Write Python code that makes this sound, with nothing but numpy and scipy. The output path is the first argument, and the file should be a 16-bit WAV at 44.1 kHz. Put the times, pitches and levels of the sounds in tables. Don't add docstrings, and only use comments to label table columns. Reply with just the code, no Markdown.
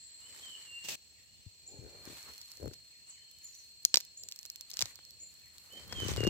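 import sys
import numpy as np
from scipy import signal
from scipy.fft import rfft, irfft, next_fast_len
from scipy.io import wavfile
from scipy.ndimage import uniform_filter1d, map_coordinates

SR = 44100
rng = np.random.default_rng(int(sys.argv[2]) if len(sys.argv) > 2 else 0)


def put_to_file(sound):
    columns = np.atleast_2d(sound).T
    safe = np.clip(columns, -1, 1)
    whole_steps = np.round(safe * 32767)
    wavfile.write(sys.argv[1], SR, whole_steps.astype(np.int16))


def gain_from_db(level_db):
    decades = np.asarray(level_db, float) / 20
    return 10 ** decades


N = 277389
SCENE_CHANGE_S = 0.957


# peak t/s, level/dB, swell t/s, fade t/s, extra dull level/dB
STIRS = [(.37, -58, 0.59, 1.94, -9), (1.22, -80, .1, 0.31, -25), (.73, -74, 0.08, 0.13, 6),
         (2.0, -71.5, 0.46, 0.82, 6.5), (2.2, -53.5, 0.73, 0.76, -12.5), (2.3, -60.5, 0.56, 0.072, -0.5),
         (2.5, -62, 0.77, 1.3, -14), (3.08, -71, 0.054, 0.27, -4), (3.44, -62, 0.23, 1.1, -21),
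         (4.42, -64, 0.66, 0.33, -21), (4.82, -65, 0.3, 0.38, 1), (4.91, -56.5, 0.76, 0.064, -9.5),
         (5.31, -66, 0.98, 0.84, -25), (5.61, -61.5, 0.54, 5.7, -47), (5.84, -62, 0.86, 0.099, -2.5),
         (6.0, -61.5, 0.24, 0.53, 4.5), (6.1, -52, 0.51, 0.69, 1.5), (6.25, -72, 0.73, 0.51, 13)]
# dull level/dB, crisp level/dB, fizz level/dB
CALM = [
    (-99, -71, -80),
    (-106, -99, -98),
]
# f/Hz, level per Hz/dB
DULL = [(350, -16), (600, -10.5), (704, -10), (1090, -4.5), (2600, -12), (3380, -50), (5720, -120)]
CRISP = [(1400, -41.5), (1750, -13), (2600, -15), (3500, -15), (4300, -12.5), (5100, -16.5), (6000, -15.5),
         (7800, -13), (8500, -16.5), (9300, -44)]
FIZZ = [(7500, -57), (9300, -10), (10800, -6), (14000, -8), (15600, -8), (15800, -33), (16000, -120)]


def litter():
    dull_calm, crisp_calm, fizz_calm = np.transpose(CALM)
    dull_db = swells(STIRS, 1, by_scene(*dull_calm))
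    crisp_db = swells(STIRS, 0.57, by_scene(*crisp_calm))
    fizz_db = swells(STIRS, 0, by_scene(*fizz_calm))
    happens = rng.random(N) < 300 / SR * gain_from_db(5 * wobble(14))
    cracks = happens * gain_from_db(np.minimum(4 * rng.exponential(size=N), 12))
    grain = 1 + 1.9 * signal.lfilter([1], [1, -.97], cracks)
    dull = coloured(pair(0.038) * grain ** 0.48, DULL)
    crisp = coloured(patchy(pair(0.028), 1.5) * grain ** 0.6, CRISP)
    fizz = coloured(pair(0.029) * grain ** 0.51, FIZZ)
    rustle = gain_from_db(dull_db + 1.5 + 2 * wobble(26)) * dull
    rustle += gain_from_db(crisp_db + 6.5 + wobble(11)) * crisp
    return rustle + gain_from_db(fizz_db - 5.5 + 0.24 * wobble(27)) * fizz


# t/s, level/dB
SCUFF = [
    (.83, -66),
    (.845, -46),
    (.884, -49),
    (.887, -35),
    (.9, -37),
    (.925, -39.5),
    (.955, -44.5),
    (.958, -65),
]
# f/Hz, level per Hz/dB
DRAG = [(59, -19), (100, -4.5), (500, -6), (1500, -14.5), (1780, -6), (2070, -8.5), (2670, 1), (3090, -3),
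        (7850, -2), (9300, -15), (13000, -11.5), (15800, -10)]


def scuff():
    level_db = curve(SCUFF) + 0.4 * wobble(300) + 1.03 * wobble(90)
    return gain_from_db(level_db) * coloured(pair(0.022), DRAG)


# f/Hz, width f/Hz, level/dB
WOODY = [(505, 690, -1), (1600, 2230, 3.5), (2520, 3080, 2.5)]
BRITTLE = [(4180, 1810, 3), (5700, 2460, 4), (7880, 1380, -4.5)]
BRIGHT = [(11300, 5200, -3), (14130, 2700, -0.5)]


def snapping(rows):
    t = np.arange(SR // 25) / SR
    parts = np.zeros((3, 2, N + len(t)))
    for s, db, woody_db, bright_db, pan_db in rows:
        main = gain_from_db(-60 * t / (0.0056 + db / 14000))
        tail = gain_from_db(-13 - 60 * t / 0.018) + gain_from_db(-28 - 60 * t / 0.035)
        shape = (main + tail) * np.minimum(t / 0.0001, 1)
        shared, own = rng.standard_normal(len(t)), rng.standard_normal((2, len(t)))
        shared[round(0.0001 * SR)] += 5
        bursts = (shared + np.array([.3, .7, .8])[:, None, None] * own) * shape
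        bursts *= np.linalg.norm(shape) / np.linalg.norm(bursts, axis=2, keepdims=True)
        gains = gain_from_db(db + np.array([woody_db + 6.5, 8, bright_db + 5]))[:, None]
        gains = gains * gain_from_db(np.outer([.2, 1, 1], [pan_db, -pan_db]) / 2)
        start = round(s * SR)
        parts[..., start:start + len(t)] += gains[..., None] * bursts
    x = sum(resonant(p[:, :N], modes) for p, modes in zip(parts, (WOODY, BRITTLE, BRIGHT)))
    x[1] = filtered(x[1], lambda hz: gain_from_db(6.3 * (hz / 13000) ** 2) * np.exp(-2j * np.pi * hz * 0.00011))
    return x + gain_from_db(-24) * forest(x.mean(0))


def cracks_of(rows, wood_db, bright_db):
    return [(s, db, wood_db, bright_db - 0.5 * (db + 43), pan_db) for s, db, pan_db in rows]


# t/s, peak level/dB, woody level/dB, bright level/dB, left-right level/dB
TWIGS = [(2.7348, -45, -3, -6, 14), (2.7369, -44.5, -5, 1, 6), (2.7405, -47, -5, -4, -9),
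         (3.8507, -12.5, -16.5, -2.5, 5), (3.942, -11, -4, -16, -1), (3.9436, -14.5, -6, -22, -4),
         (3.9573, -21.5, -3, -11, -17), (3.9713, -14, -8, -10, 4.5), (4.0034, -35.5, -9, 1, -4),
         (4.4532, -38, -5, -4.5, -8), (4.7345, -36, -9, -24, 8), (4.77, -27, -13, -6.5, 5),
         (4.7916, -26, -4, -18, -18.5), (4.8076, -28, -2, -3, 14), (4.8155, -22.5, -5.5, -19, -11),
         (4.823, -18.5, -3.5, -10, 7.5), (4.8569, -33, -4.5, -8.5, -5), (4.9901, -55.5, 16, -36.5, 4),
         (3.078, -61.5, 10, -12, 4), (3.092, -61, 8, -10, 2), (1.147, -67.5, -5, -20, -12)]


def twigs():
    return snapping(TWIGS)


# t/s, peak level/dB, left-right level/dB
FIBRES = [(2.3797, -42, -5.5), (2.517, -41.5, -6), (2.5717, -43, 2), (3.3132, -61, -25), (3.832, -55, -9),
          (3.9804, -38.5, -6), (3.9885, -46, -2), (4.008, -34, 6), (4.0506, -42, -2), (4.2359, -36.5, -3),
          (4.2872, -31.5, -1), (4.3139, -38, -2), (4.3222, -32.5, 0), (4.3608, -39, -3), (4.3898, -35.5, 2),
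          (4.412, -52.5, -5), (4.43, -42.5, -3), (4.4605, -39, -2), (4.5007, -32, -3), (4.5184, -54, -4),
          (4.5587, -34, -4.5), (4.6097, -31.5, -4), (4.7004, -43, 17), (4.7043, -41, -11),
          (4.7144, -35, 8.5), (4.7394, -36, -7), (4.762, -54, 2), (4.8195, -30, -9), (4.9569, -44, -9),
          (5.1074, -47, -11)]


def fibres():
    return snapping(cracks_of(FIBRES, wood_db=-59, bright_db=-0.5))


# t/s, peak level/dB, left-right level/dB
CRUNCH = [(5.9254, -33, 5.5), (5.9294, -35.5, 12), (5.941, -62, 6), (6.002, -35, -5), (6.048, -38, -4),
          (6.108, -35.5, -3), (6.137, -36, -4), (6.247, -38, -5), (6.0838, -36.5, -16), (6.0961, -36.5, -4),
          (6.1624, -32, 2), (6.1706, -35.5, 13), (6.2053, -34.5, 13), (6.2382, -33.5, 9), (6.2681, -34, 13),
          (6.2746, -32, -8)]


def last_step():
    return snapping(cracks_of(CRUNCH, wood_db=4.5, bright_db=-4))


# t/s, peak level/dB, left-right level/dB
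TICKS = [(2.0378, -57, -5), (2.182, -52, -7), (2.2288, -44.5, -5), (2.3171, -56, -5.0), (2.336, -49, -13),
         (2.3595, -52, 0), (2.4149, -38, -2.0), (2.4594, -54, -3.0), (2.6314, -52, -7.5), (2.6576, -48, -5),
         (2.6786, -40.5, 5), (2.0535, -44, -8), (2.2899, -46, -4), (2.5035, -54, 4), (2.5533, -53, -1),
         (2.8028, -66, 4), (3.2984, -58.5, 5), (3.3862, -56, -15), (3.4451, -55, -17), (3.551, -49, -7),
         (3.6446, -59, -7), (3.6905, -61, -10), (3.7174, -59, -3), (5.051, -47, -7), (5.3403, -55, -13.5),
         (5.3976, -60, -17), (5.459, -51, -6), (5.4814, -60, -13), (5.5823, -46.5, -12), (5.662, -56, -5),
         (5.7256, -52, -12), (5.7347, -49, -8), (5.879, -51, -16)]


def leaf_ticks():
    return snapping(cracks_of(TICKS, wood_db=-15, bright_db=-3))


# peak t/s, rumble level/dB, swell t/s, fade t/s, rubbing over rumble level/dB
GRIP = [(.36, -75, 0.43, 0.96, 8), (1.44, -76.5, 1.4, 1.3, -30), (1.73, -66, 0.06, .45, -2),
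        (1.84, -56, 0.3, 0.22, -5), (1.96, -72.5, 0.64, 0.24, 14), (2.12, -61, 0.77, 0.2, 1),
        (2.3, -69, 0.23, 0.17, 6), (2.65, -48.5, 0.11, 0.16, -0.5), (4.25, -69, 0.19, 0.11, -2),
        (4.87, -72, 0.49, 3, -9), (5.23, -86.5, 0.067, 0.2, 18.5), (1.125, -82, .03, 0.041, 13),
        (1.39, -63, 0.009, 0.055, -21), (5.76, -76, 0.15, 0.46, 19), (5.99, -47, 0.38, 0.19, -9),
        (6.13, -40, 0.27, 0.76, -17), (6.29, -36, 0.14, 0.25, -8)]
# f/Hz, level per Hz/dB
RUMBLE = [(15, -59.5), (45, -7), (70, 0.5), (92, -6), (161, -14), (260, -23.5), (340, -30), (570, -120)]
RUBBING = [(110, -43), (180, -7), (338, -4), (559, -4), (1000, -22.5), (1300, -64), (2200, -120)]


def grip():
    rumble_db, rub_db = swells(GRIP, 0, -77.5), swells(GRIP, 0.86, -107)
    rumble = gain_from_db(rumble_db + 7) * unit(gain_from_db(1.65 * wobble(22)) * coloured(pair(0.099), RUMBLE))
    rub = gain_from_db(rub_db) * unit(gain_from_db(2.5 * wobble(70)) * coloured(pair(.9), RUBBING))
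    near = gain_from_db(np.clip((rumble_db + 92.5) * 0.05, 0, 5) * [[1], [-1.5]])
    return near * (rumble + rub)


# f/Hz, time to fall 60 dB t/s
CASE = [
    (112, 0.051),
    (1400, 0.0078),
]


def slipping(rows):
    slips, t = np.zeros(N + SR), np.arange(SR // 5) / SR
    (boom_hz, boom_t60), (tick_hz, tick_t60) = CASE
    for s, db, boom_db, hz in rows:
        scatter = np.clip(rng.standard_normal(2), -1.5, .6)
        tick = gain_from_db(-7 + 5.9 * scatter[0]) * ring(t, tick_hz * (1 + 0.22 * scatter[1]), tick_t60, 0.000067)
        boom = gain_from_db(boom_db + 2.5) * ring(t, boom_hz, boom_t60, 0.0053)
        knock = gain_from_db(12.5) * ring(t, hz, 0.012, 0.0011)
        slips[round(s * SR):][:len(t)] += gain_from_db(db) * (boom + knock + tick)
    return through_case(slips)


def through_case(x):
    return np.array([np.roll(x, 20), x])[:, :N] * gain_from_db([[3], [-8]])


# t/s, peak level/dB, boom level/dB, f/Hz
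CREAKS = [(1.947, -51, -28, 490), (2.074, -41, -26, 300), (2.099, -45.5, 0, 298), (2.128, -50.5, 0, 360),
          (2.599, -46.5, 3, 380), (2.609, -48, -12, 430), (2.619, -44, -13, 420), (2.628, -36, 5, 480),
          (2.641, -34.5, 6, 256), (2.658, -33.5, 1, 445), (2.674, -34.5, -10, 225), (2.679, -38, 10, 416),
          (2.712, -45.5, -6, 343), (5.926, -51, 15, 234), (5.983, -43, 9.5, 287), (6.02, -35.5, 12, 312),
          (6.031, -33, 0, 378), (6.051, -33, -8, 235), (6.061, -35, 14, 345), (6.087, -30.5, 2, 386),
          (6.115, -33, 1, 372), (6.1784, -28, 8, 420), (6.205, -25, 6, 395), (6.233, -24.5, 6.5, 400),
          (6.249, -26, 5, 443), (6.269, -20, -4, 330), (6.2744, -20, -16, 306)]


def creaks():
    return slipping(CREAKS)


# t/s, peak level/dB
STUTTER = [(1.685, -60), (1.698, -59), (1.711, -58), (1.719, -55), (1.74, -51), (1.75, -53), (1.76, -54),
           (1.772, -58), (1.782, -57), (1.816, -52), (1.826, -47), (1.837, -50), (1.847, -49), (1.863, -47),
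           (1.877, -53), (1.887, -53), (1.9, -57), (1.914, -57)]


def stutter():
    return slipping([(s, db, -17, 400) for s, db in STUTTER])


# t/s, peak level/dB, f/Hz
THUDS = [
    (1.463, -32, 92.4),
    (1.786, -35, 117.7),
    (4.828, -35, 106),
]


def thuds():
    x, t = np.zeros(N + SR), np.arange(SR // 5) / SR
    for s, db, hz in THUDS:
        x[round(s * SR):][:len(t)] -= gain_from_db(db) * ring(t, hz, 0.061, 0.0022)
    return through_case(x)


# t/s, f/Hz, level/dB
FAR_PHRASE = [
    [(.205, 2800, -69.5), (.225, 2870, -65), (.26, 3034, -61.5), (.3, 3040, -68), (.39, 3000, -75)],
    [(.386, 3275, -65), (.44, 3184, -51.5), (.48, 3048, -49.5), (.52, 2957, -57.5), (.55, 2915, -50.5),
     (.565, 2730, -72)],
    [(.668, 2806, -57.5), (.7, 2797, -58), (.78, 2771, -46.5), (.81, 2807, -61.5), (.872, 2826, -48.5),
     (.89, 2630, -52.5), (.94, 2490, -62)],
]
NEAR_PHRASE = [
    [(5.7, 2840, -66), (5.716, 3020, -56), (5.732, 3053, -50), (5.755, 3110, -60), (5.776, 3116, -48.5),
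     (5.8, 3070, -71), (5.888, 3300, -83)],
    [(5.892, 3245, -63), (5.912, 3290, -52), (5.944, 3220, -56.5), (5.96, 3207, -43.5), (6.0, 3067, -40.5),
     (6.036, 3016, -40), (6.062, 2936, -51)],
    [(6.172, 2920, -49), (6.185, 2845, -41.5), (6.21, 2825, -42.5), (6.235, 2826, -43.5),
     (6.261, 2833, -36.5), (6.3, 2820, -36)],
]


def whistler():
    before, near = sing(FAR_PHRASE, .6, 10), sing(NEAR_PHRASE, .6, 10)
    echoes = gain_from_db(-5) * by_scene(1, 0) * forest(before) + gain_from_db(-11) * forest(near)
    return both_sides(gain_from_db(-6) * (before + near)) + echoes


# start t/s, length t/s, top f/Hz, level/dB, final drop f/Hz
CHIPS = [
    (1.663, 0.045, 7380, -62.5, 506),
    (1.701, 0.1, 6800, -75, -2.5),
    (3.065, 0.047, 7910, -54.5, 1908),
    (3.428, 0.05, 7100, -64, 2106),
    (3.54, 0.064, 7140, -63.5, 1890),
    (3.522, 0.071, 6070, -68, 21),
    (4.169, 0.053, 7350, -55.5, -200),
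    (5.198, 0.045, 7400, -56.5, 29),
]


def chipper():
    u = np.linspace(0, 1, num=12)
    notes = []
    for s, length, top, db, drop in CHIPS:
        swoop, ending = np.exp(-u * length / 0.0047), u ** 6.4
        hz = top - 2000 * swoop - drop * ending
        notes.append(np.transpose([s + u * length, hz, db - 9.5 * (swoop + .5 * ending)]))
    chips = sing(notes, 3, 90) * gain_from_db(4 * wobble(350))
    return both_sides(gain_from_db(-1.5) * chips) + gain_from_db(-2.5) * forest(chips)


# start t/s, first f/Hz, level/dB
GLIDES = [
    (1.143, 2885, -76),
    (2.91, 2824, -76),
    (3.14, 2730, -75.5),
    (3.395, 3050, -77),
    (4.953, 4640, -72),
    (5.18, 3200, -80),
    (5.421, 2880, -74.5),
]
# start t/s, length t/s, first f/Hz, last f/Hz, level/dB
HELD = [
    (1.46, 0.69, 2437, 2365, -81),
    (1.66, .09, 760, 830, -77),
    (3.0, .3, 2700, 3130, -74),
    (3.29, .11, 3110, 3030, -75),
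    (1.18, .2, 2600, 3000, -80),
    (1.32, .07, 3000, 3700, -78),
]


def far_birds():
    t, u = np.linspace(0, 0.048, num=12), np.linspace(0, 1, num=12)
    fall = 1 - 0.41 * (1 - np.exp(-t / 0.022))
    notes = [np.transpose([s + t, hz * fall, db + 0 * t]) for s, hz, db in GLIDES]
    left = np.exp(-u / .35)
    for s, length, first, last, db in HELD:
        notes.append(np.transpose([s + u * length, last + (first - last) * left, db - 12 * left]))
    far = sing(notes, 1.5, 25)
    return both_sides(gain_from_db(-7) * far) + forest(far)


def sing(notes, waver_db, waver_hz):
    x, drift = np.zeros(N), waver_hz * wobble(50)
    for rows in notes:
        s, hz, db = np.transpose(rows)
        n = np.arange(int(s[0] * SR), min(int(s[-1] * SR), N))
        ends = np.minimum(np.minimum(n - n[0], n[-1] - n) / (0.0014 * SR), 1)
        phase = 2 * np.pi * np.cumsum(np.interp(n / SR, s, hz) + drift[n]) / SR
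        x[n] += ends * gain_from_db(np.interp(n / SR, s, db) + 7) * np.sin(phase)
    return x * gain_from_db(waver_db * wobble(45))


def both_sides(x):
    return np.array([x, np.roll(x, 2)])


# f/Hz, time to fall 60 dB t/s
TREES = [(300, 0.24), (3000, 0.57), (8000, 0.36), (15000, 0.096)]


def forest(x):
    hz, t, z = signal.stft(rng.standard_normal((2, SR // 2)), SR, nperseg=256)
    tail = signal.istft(z * gain_from_db(-60 * t / along(TREES, hz)[:, None]), SR, nperseg=256)[1]
    return signal.fftconvolve(x[None], tail / np.linalg.norm(tail[0]), axes=1)[:, :N]


# t/s, cricket level/dB
CHORUS = [(0.0, -59), (0.79, -59), (0.955, -58), (0.96, -61), (1.27, -66), (2.2, -55), (2.9, -61),
          (3.85, -58), (4.28, -62.5), (4.7, -58.5), (5.64, -61.5), (5.89, -59), (6.29, -61)]
# f/Hz, width f/Hz, level/dB
CRICKET = [(4270, 36, -3.5), (4250, 79, -5), (4430, 570, -21)]
CICADAS = [(7340, 250, -1), (7680, 76, 7), (8080, 66, 1.5)]


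def insects():
    cricket_db = curve(CHORUS)
    cicada_db = by_scene(-57.5, -67.5) + 0.2 * (cricket_db - cricket_db.mean())
    flutter = gain_from_db(0.89 * wobble(21.64))
    cricket = unit(resonant(resonant(pair(0), CRICKET), [(4314, 163, 0)]))
    strength = uniform_filter1d(abs(cricket), size=1300)
    cricket = unit(flutter * cricket / (0.1 + strength) ** .7)
    rasp = 1 + 0.16 * np.sin(2 * np.pi * np.cumsum(35 + 3 * wobble(0.76)) / SR)
    band = filtered(resonant(pair(0), CICADAS), lambda hz: 1 / (1 + ((hz - 7620) / 760) ** 4))
    return gain_from_db(cricket_db + 0.5) * cricket + gain_from_db(cicada_db + 1.5) * unit(rasp * band)


# f/Hz, level per Hz/dB
STILL = [(450, -27.5), (900, -68), (1500, -48), (1900, -29), (2800, -20), (3450, -24.5), (4450, -5.5),
         (5000, -29), (6500, -33), (7600, -22), (8500, -30), (9300, -50), (11500, -41), (15600, -45),
         (15900, -120)]


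def still_forest():
    hush = coloured(patchy(pair(0.022), 2.5), STILL)
    return gain_from_db(by_scene(-70, -74) + 0.61 * wobble(2.4)) * hush


def unit(x):
    return x / np.sqrt(np.mean(x ** 2) + 1e-20)


def along(points, hz):
    f, v = np.transpose(points)
    return np.interp(np.log(hz + 1), np.log(f + 1), v)


def curve(rows):
    s, values = np.transpose(rows)
    return np.interp(np.arange(N) / SR, s, values)


def wobble(rate):
    return map_coordinates(rng.standard_normal(int(N * rate / SR) + 4), [np.arange(N) * rate / SR])


def by_scene(first, second):
    return np.where(np.arange(N) < SCENE_CHANGE_S * SR, first, second)


def swells(rows, follows, rest_db):
    s, db, swell, fade, colour_db = np.transpose(rows)[:, :, None]
    t = np.linspace(0, N / SR, num=3000)
    away = np.maximum((s - t) / np.abs(swell), (t - s) / np.abs(fade))
    same_scene = (s < SCENE_CHANGE_S) == (t < SCENE_CHANGE_S)
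    power = np.sum(gain_from_db(db + follows * colour_db - 39 * away) ** 2 * same_scene, axis=0)
    return 10 * np.log10(np.interp(np.arange(N) / SR, t, power) + gain_from_db(rest_db) ** 2)


def filtered(x, response):
    m = next_fast_len(N + SR // 2)
    return irfft(rfft(x, m) * response(np.fft.rfftfreq(m, 1 / SR)), m)[..., :N]


def resonant(x, modes):
    def response(f):
        return sum((-1) ** k * gain_from_db(db) * 1j * f * w / (c * c - f * f + 1j * f * w)
                   for k, (c, w, db) in enumerate(modes))
    return filtered(x, response)


def ring(t, hz, t60, attack):
    return gain_from_db(-60 * t / t60) * (1 - np.exp(-t / attack)) * np.sin(2 * np.pi * hz * t)


def pair(alike):
    a, b = rng.standard_normal((2, N))
    turn = np.arccos(np.clip(alike, -1, 1)) / 2
    return np.array([np.cos(turn) * a + np.sin(turn) * b, np.cos(turn) * a - np.sin(turn) * b])


def coloured(x, spectrum):
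    return unit(filtered(x, lambda hz: gain_from_db(along(spectrum, hz))))


def patchy(x, depth_db):
    z = signal.stft(x, nperseg=512)[2]
    field = uniform_filter1d(uniform_filter1d(rng.standard_normal(z.shape[1:]), 8, 0), 24, 1)
    return signal.istft(z * gain_from_db(depth_db * unit(field)), nperseg=512)[1][:, :N]


def scene():
    leaves = litter() + scuff()
    breaks = twigs() + fibres() + last_step() + leaf_ticks()
    hand = grip() + creaks() + stutter() + thuds()
    birds = whistler() + chipper() + far_birds()
    return leaves + breaks + hand + birds + insects() + still_forest()


def roll_off(x):
    return signal.sosfilt(signal.butter(12, 17080, fs=SR, output="sos"), x)


def record(dry):
    mix = filtered(dry, lambda hz: (1j * hz / (52 + 1j * hz)) ** 3 / (1 + (hz / 16000) ** 80))
    return roll_off(mix)


dry = scene()
out = record(dry)
put_to_file(out)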